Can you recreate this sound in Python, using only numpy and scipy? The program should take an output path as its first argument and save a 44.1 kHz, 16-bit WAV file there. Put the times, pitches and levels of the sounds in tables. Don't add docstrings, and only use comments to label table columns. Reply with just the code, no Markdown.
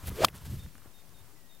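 import sys
import numpy as np
from scipy import signal
from scipy.fft import rfft, irfft
from scipy.io import wavfile
from scipy.ndimage import uniform_filter1d, map_coordinates

SR = 44100
rng = np.random.default_rng(int(sys.argv[2]) if len(sys.argv) > 2 else 0)


def wav_record(signal):
    frames = np.transpose(np.atleast_2d(signal))
    bounded = np.clip(frames, -1, 1)
    quanta = np.round(bounded * 32767).astype(np.int16)
    wavfile.write(sys.argv[1], SR, quanta)


def natural_amplitude(level_db):
    exponent = np.asarray(level_db, float) / 20
    return 10 ** exponent


N = 70560

STRIKE_S, ECHO_S = .24595, .2843

# frequency in Hz, level in dB per Hz.
FIELD_COLOUR = [(20, -9), (90, -12), (300, -17), (600, -21), (1100, -24.5), (3000, -30.5), (11000, -29.5),
                (16000, -30)]
# time in seconds, level in dB.
RUSTLE_LEVEL = [(0, -57), (.03, -55.5), (.05, -51), (.078, -43.5), (.095, -42.5), (.1, -52.5), (.135, -54),
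                (.16, -45), (.18, -50), (.27, -45), (.315, -52.5), (.365, -48.5), (.443, -57.5),
                (.456, -48.5), (.478, -54), (.6, -56.5), (.72, -63.5), (1.6, -70)]
# frequency in Hz, level in dB per Hz.
CLOTH_COLOUR = [(210, 2.5), (350, -0.5), (1200, -4), (3500, -4), (5500, -6.5), (9000, -7), (13600, -5),
                (16000, -14)]
# time in seconds, level in dB.
BUFFET_LEVEL = [(0, -71), (.04, -47.5), (.08, -46.5), (.15, -36), (.175, -54.5), (.25, -29), (.29, -33.5),
                (.35, -43.5), (.4, -51.5), (.44, -47.5), (.52, -46), (.59, -48), (.62, -52), (.66, -50),
                (.7, -56), (.9, -72), (1.2, -61), (1.6, -79.5)]
# frequency in Hz, level in dB per Hz.
AIR_COLOUR = [(12, -54.5), (20, -8), (85, -1), (135, -4.5), (172, -5), (286, -14.5), (316, -18.5),
              (600, -30.5), (780, -67.5), (1320, -120)]
# time in seconds, level in dB.
SCUFF_LEVEL = [(0, -61.5), (.02, -56), (.06, -58), (.3, -52), (.37, -50.5), (.42, -60.5), (.7, -96),
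               (.8, -76.5), (.86, -63.5), (.95, -78.5), (1.22, -74), (1.3, -68), (1.37, -78), (1.6, -88)]
# frequency in Hz, level in dB per Hz.
TURF_COLOUR = [(300, -32.5), (500, -4), (1000, 5), (1800, -2.5), (2500, -12.5), (5000, -60.5)]
# centre in seconds, peak in dB, pitch in Hz, signed direction (a factor).
AIR_SHOVES = [(0.072, -34.5, 79.6, -1.3), (.086, -28.5, 91, -1.04), (0.116, -32.5, 97, -0.62),
              (0.147, -41, 64.5, -0.72), (0.417, -44, 117, -1.25), (0.45, -40, 131, 1),
              (0.4671, -38, 132, -0.7), (.48, -40, 153, -1.2), (.488, -37, 102, -1),
              (0.507, -29.5, 81, 0.97), (0.5213, -34, 172, 1), (.558, -36.5, 110, -1.03),
              (.629, -41, 110, 1), (.531, -29, 117, 1), (0.544, -31.5, 125, -1.16),
              (0.573, -31, 124, -0.95), (0.595, -38, 68, -1.14), (0.65, -32, 74, 0.77),
              (0.673, -48, 126, 1), (0.8594, -46.5, 258, -1.1), (0.7536, -48.5, 220, -1.05),
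              (.3135, -32, 121, 0.81), (0.331, -33.5, 119, 0.75), (0.341, -38, 90, -1), (0.369, -41, 90, 1),
              (.377, -38, 90, -0.94), (1.19, -58, 78.7, 0.43), (1.218, -50.5, 112, 0.77),
              (1.266, -51.5, 80, 1), (1.32, -54.5, 90, 0.67), (0.441, -39, 75, -1.2),
              (0.039, -41, 71, -0.79), (0.879, -49, 98, 0.98)]
# start in
# seconds, level in dB, centre in Hz, length in seconds.
GRIT_SNAPS = [(.06, -48, 13500, .004), (.068, -47, 11500, .028), (.0715, -38, 11500, .003),
              (.0928, -39, 13500, .003), (.2467, -11, 10300, .0008), (.2545, -36, 14000, .006),
              (.2665, -34, 10500, .004), (.277, -39, 11500, .002), (.28, -39, 12000, .002),
              (.289, -42, 11000, .004), (.301, -38, 14500, .002), (.3535, -40, 11500, .002),
              (.36, -41, 9500, .0015), (.363, -45, 9300, .002), (.3788, -43, 9500, .002),
              (.3845, -45, 4200, .0012), (.372, -49, 4300, .002), (.285, -36, 520, .008),
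              (1.33, -63, 370, .035), (.857, -56, 550, .006), (.345, -50, 350, .025),
              (.535, -48, 310, .015), (.113, -48, 420, .012), (.686, -58, 6000, .002)]
# start in seconds, peak in dB, pitch in Hz.
CREASE_TICKS = [(0.095, -33, 13100), (.102, -34.5, 2500), (0.6627, -41.5, 1750), (.663, -51, 4580),
                (0.686, -54, 5000), (0.754, -40, 1510), (0.782, -43.5, 1500), (.781, -38, 7150),
                (0.821, -45.5, 1320), (0.859, -49, 705), (1.093, -44.5, 6000), (1.55, -36, 12860)]
# time in seconds, shedding pitch in Hz, level in dB.
SWING_PATH = [
    (.15, 340, -58),
    (.183, 420.8, -44),
    (.2, 469, -41.5),
    (.222, 580, -33),
    (.2415, 733, -35),
    (.246, 760, -39),
]
# frequency in Hz, level in dB per Hz.
SWISH_COLOUR = [(150, -28.5), (300, -11), (1000, -4.5), (2940, -7.5), (5700, -13), (11700, -21.5),
                (16000, -28)]
# centre in seconds, peak in dB, pitch in Hz, half-length in seconds.
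VORTEX_TRAINS = [(.1885, -35, 430, .004), (.197, -30, 480, .005), (.2085, -25, 410, .004),
                 (.2145, -28, 480, .003), (.2225, -21, 600, .004), (.228, -28, 540, .002),
                 (.2335, -28, 600, .002), (.2372, -24, 880, .002), (.2385, -25, 480, .003),
                 (.2413, -15, 630, .0024), (.2453, -25, 700, .001)]
# pitch in Hz, level in dB, t60 in seconds, attack in seconds.
FACE_MODES = [(1178, 5.5, 0.0075, 0.000206), (642, -9, 0.0095, .00036), (3554, -7, 0.0041, .001),
              (324.4, -14.5, 0.0093, 0.0012), (141.1, -15, .016, 0.00091), (11360, -11, 0.00565, .001),
              (6400, -22, .005, .001), (14500, -23, 0.003, .0015)]
# pitch in Hz, level in dB, t60 in seconds, attack in seconds.
HEAD_MODES = [(2500, -13.5, 0.00702, 0.0006), (3250, 1, 0.0086, 0.0032), (3527, -21.5, 0.021, 0.0026),
              (4330, -7.5, 0.0057, 0.000296), (4627, -4, 0.0053, .0008), (5056, 5.5, 0.0052, 0.00303),
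              (6960, -19.5, 0.0074, 0.00062), (8530, -8, 0.0051, 0.0017), (12360, -20, 0.0053, 0.00066),
              (13500, -19, 0.00762, 0.0006), (1776, -15.5, 0.01098, .001)]
# pitch in Hz, level in dB, t60 in seconds, attack in seconds.
WALL_MODES = [(2660, 9.5, .0045, .0003), (2100, -2.5, 0.014, 0.00068), (3310, -3.5, 0.013, 0.00055),
              (5000, -17, .014, 0.00089), (11950, -10, 0.0067, 0.000322), (14200, -11, .008, .0003)]
# start in seconds, length in seconds, level in dB, pitch in Hz, opening drop in Hz.
BIRD_CALLS = [
    (.586, .078, -59.5, 3660, 40),
    (.937, .085, -65.5, 3690, 240),
    (1.142, .078, -65, 3680, 330),
    (1.491, .088, -63, 3695, 280),
]
# time in seconds, pitch in Hz, level in dB.
FAR_WHISTLE = [
    (1.36, 2010, -73),
    (1.38, 1980, -76),
    (1.458, 1880, -74),
    (1.512, 1925, -77),
    (1.548, 2100, -79.5),
    (1.565, 2150, -85),
]
# frequency in Hz, level in dB per Hz.
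SIDE_HISS_COLOUR = [(60, 3), (250, 2.5), (2000, 1), (8000, 1), (16000, 0.5)]
CHANNEL_OFFSET = [-.0037, -.0003]


def unit(x):
    return x / np.sqrt(np.mean(x ** 2) + 1e-20)


def curves(rows):
    s, *cols = np.transpose(rows)
    return [np.interp(np.arange(N) / SR, s, c) for c in cols]


def wobble(rate):
    knots = rng.standard_normal(int(N * rate / SR) + 4)
    return map_coordinates(knots, [np.arange(N) * rate / SR])


def noise(colour, patchy_db):
    z = signal.stft(rng.standard_normal(N), nperseg=256)[2]
    patches = uniform_filter1d(uniform_filter1d(rng.standard_normal(z.shape), 8, 0), 6, 1)
    x = signal.istft(z * natural_amplitude(patchy_db * unit(patches)), nperseg=256)[1][:N]
    hz, db = np.transpose(colour)
    tilt_db = np.interp(np.log(np.fft.rfftfreq(N, 1 / SR) + 1), np.log(hz + 1), db)
    return unit(irfft(rfft(x) * natural_amplitude(tilt_db), N))


def add(x, s, part):
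    seg = x[round(s * SR):][:len(part)]
    seg += part[:len(seg)]


def field():
    return natural_amplitude(-61 + 0.92 * wobble(5.2)) * noise(FIELD_COLOUR, patchy_db=1.0)


def rustle():
    return natural_amplitude(curves(RUSTLE_LEVEL)[0] + 1.7 * wobble(60)) * noise(CLOTH_COLOUR, patchy_db=1.0)


def buffet():
    lumps = natural_amplitude(2.6 * wobble(30)) * noise(AIR_COLOUR, patchy_db=0.0)
    return natural_amplitude(curves(BUFFET_LEVEL)[0]) * unit(lumps)


def shoes():
    crackle = natural_amplitude(3 * wobble(90.25)) * noise(TURF_COLOUR, patchy_db=0.0)
    return natural_amplitude(curves(SCUFF_LEVEL)[0]) * unit(crackle)


def shoves():
    t = np.arange(N) / SR
    x = np.zeros(N)
    for s, db, hz, way in AIR_SHOVES:
        bell = np.exp(-((t - s) * hz / 0.63) ** 2)
        x += way * natural_amplitude(db) * bell * np.cos(2 * np.pi * hz * (t - s))
    return x


def grit():
    x = np.zeros(N)
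    for s, db, hz, length in GRIT_SNAPS:
        t = np.arange(round(length * SR)) / SR
        a, b = (map_coordinates(dice, [t * hz * 0.52], mode="mirror") for dice in rng.standard_normal((2, 400)))
        hiss = unit(a * np.cos(2 * np.pi * hz * t) + b * np.sin(2 * np.pi * hz * t))
        add(x, s, natural_amplitude(db) * np.sin(np.pi * np.sqrt(t / length)) * hiss)
    return x


def ticks():
    x = np.zeros(N)
    t = np.arange(SR // 40) / SR
    for s, db, hz in CREASE_TICKS:
        jitter = 0.44 * np.cumsum(rng.standard_normal(len(t))) * hz / SR * 4
        fade_db = 30 * t * hz / 3
        add(x, s, natural_amplitude(db - fade_db) * np.sin(2 * np.pi * hz * t + jitter))
    return x


def whoosh():
    t = np.arange(N) / SR
    hz, db = curves(SWING_PATH)
    turn = 2 * np.pi * np.cumsum(hz + 55 * wobble(120)) / SR

    def narrow(k):
        rate = k * 2 * 220
        return unit(wobble(rate) * np.cos(k * turn) + wobble(rate) * np.sin(k * turn))

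    steady = 0.2
    tone = np.sqrt(2 * steady) * np.sin(turn) + np.sqrt(1 - steady) * narrow(0.96) + natural_amplitude(-18) * narrow(1.6)
    swish_db = -29.5 + 328 * np.minimum(t - STRIKE_S, 0) + wobble(140)
    swish = natural_amplitude(swish_db) * noise(SWISH_COLOUR, patchy_db=1)
    fade_in = np.clip((t - .13) / 0.025, 0, 1)
    stop = natural_amplitude(-60 * np.clip(t - STRIKE_S, 0, 1) / .02)
    x = (natural_amplitude(db) * tone + trains() + swish) * fade_in * stop
    return x + natural_amplitude(-14.5) * np.roll(x, round((ECHO_S - STRIKE_S) * SR))


def trains():
    t = np.arange(N) / SR
    x = np.zeros(N)
    for s, db, hz, half in VORTEX_TRAINS:
        glide_hz = hz + 6000 * (t - s) / 2
        x += natural_amplitude(db) * np.exp(-((t - s) / half) ** 2) * np.cos(2 * np.pi * glide_hz * (t - s))
    return x


def ring(modes, puff_db, puff_t60):
    t = np.arange(SR // 10) / SR
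    puff = 2 * uniform_filter1d(rng.standard_normal(len(t)), size=3)
    x = natural_amplitude(puff_db - 60 * t / puff_t60) * (1 - np.exp(-t / 0.00041)) * puff
    for hz, db, t60, attack in modes:
        x -= natural_amplitude(db - 60 * t / t60) * (1 - np.exp(-t / attack)) * np.sin(2 * np.pi * hz * t)
    return x


def strike():
    x = np.zeros(N)
    add(x, STRIKE_S, natural_amplitude(7) * ring(FACE_MODES, puff_db=-20.5, puff_t60=0.022))
    add(x, STRIKE_S + .0024, natural_amplitude(4.5) * ring(HEAD_MODES, puff_db=-8.5, puff_t60=0.0044))
    add(x, ECHO_S, natural_amplitude(-17.5) * ring(WALL_MODES, puff_db=-13, puff_t60=0.019))
    return x


def bird_calls():
    x = np.zeros(N)
    for s, length, db, note_hz, drop_hz in BIRD_CALLS:
        t = np.arange(round(length * SR)) / SR
        drop = drop_hz * np.exp(-t / .005)
        lift = 90 * np.exp((t - length) / .012)
        hz = note_hz + drop + lift - 700 * t
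        edge = np.clip(np.minimum(t, length - t) / .005, 0, 1)
        level = natural_amplitude(db - 6 * t / length + 1.6 * wobble(88)[:len(t)])
        add(x, s, np.sqrt(2) * level * edge * np.sin(2 * np.pi * np.cumsum(hz) / SR))
    return x


def far_whistle():
    t = np.arange(N) / SR
    hz, db = curves(FAR_WHISTLE)
    sounding = (t > FAR_WHISTLE[0][0]) * (t < FAR_WHISTLE[-1][0])
    return np.sqrt(2) * natural_amplitude(db + 1.3 * wobble(41.93)) * np.sin(2 * np.pi * np.cumsum(hz) / SR) * sounding


def scene():
    grass = field()
    club = whoosh() + strike()
    body = rustle() + buffet() + ticks() + shoves() + shoes()
    birds = far_whistle() + bird_calls()
    return np.tile(grass + club + body + birds + grit(), (2, 1))


def band_limit(x):
    return signal.sosfilt(signal.butter(12, 16800, fs=SR, output="sos"), x)


def record(dry):
    clip, knee = 0.28, 14
    x = dry / (1 + np.abs(dry / clip) ** knee) ** (1 / knee)
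    hiss = natural_amplitude(-65.5) * noise(SIDE_HISS_COLOUR, patchy_db=-1) * np.array([[1], [-1]])
    x = x + hiss + np.array(CHANNEL_OFFSET)[:, None]
    after = np.clip(np.arange(N) / SR - STRIKE_S, 0, 9)
    fall = 1 - np.exp(-(after / 0.013) ** 2)
    recovery = np.exp(-(after / 0.093) ** 2 / 2)
    x = natural_amplitude(-14 * fall * recovery) * x
    x = irfft(rfft(x) * (np.fft.rfftfreq(N, 1 / SR) < 15820), N)
    return band_limit(x)


dry = scene()
out = record(dry)
wav_record(out)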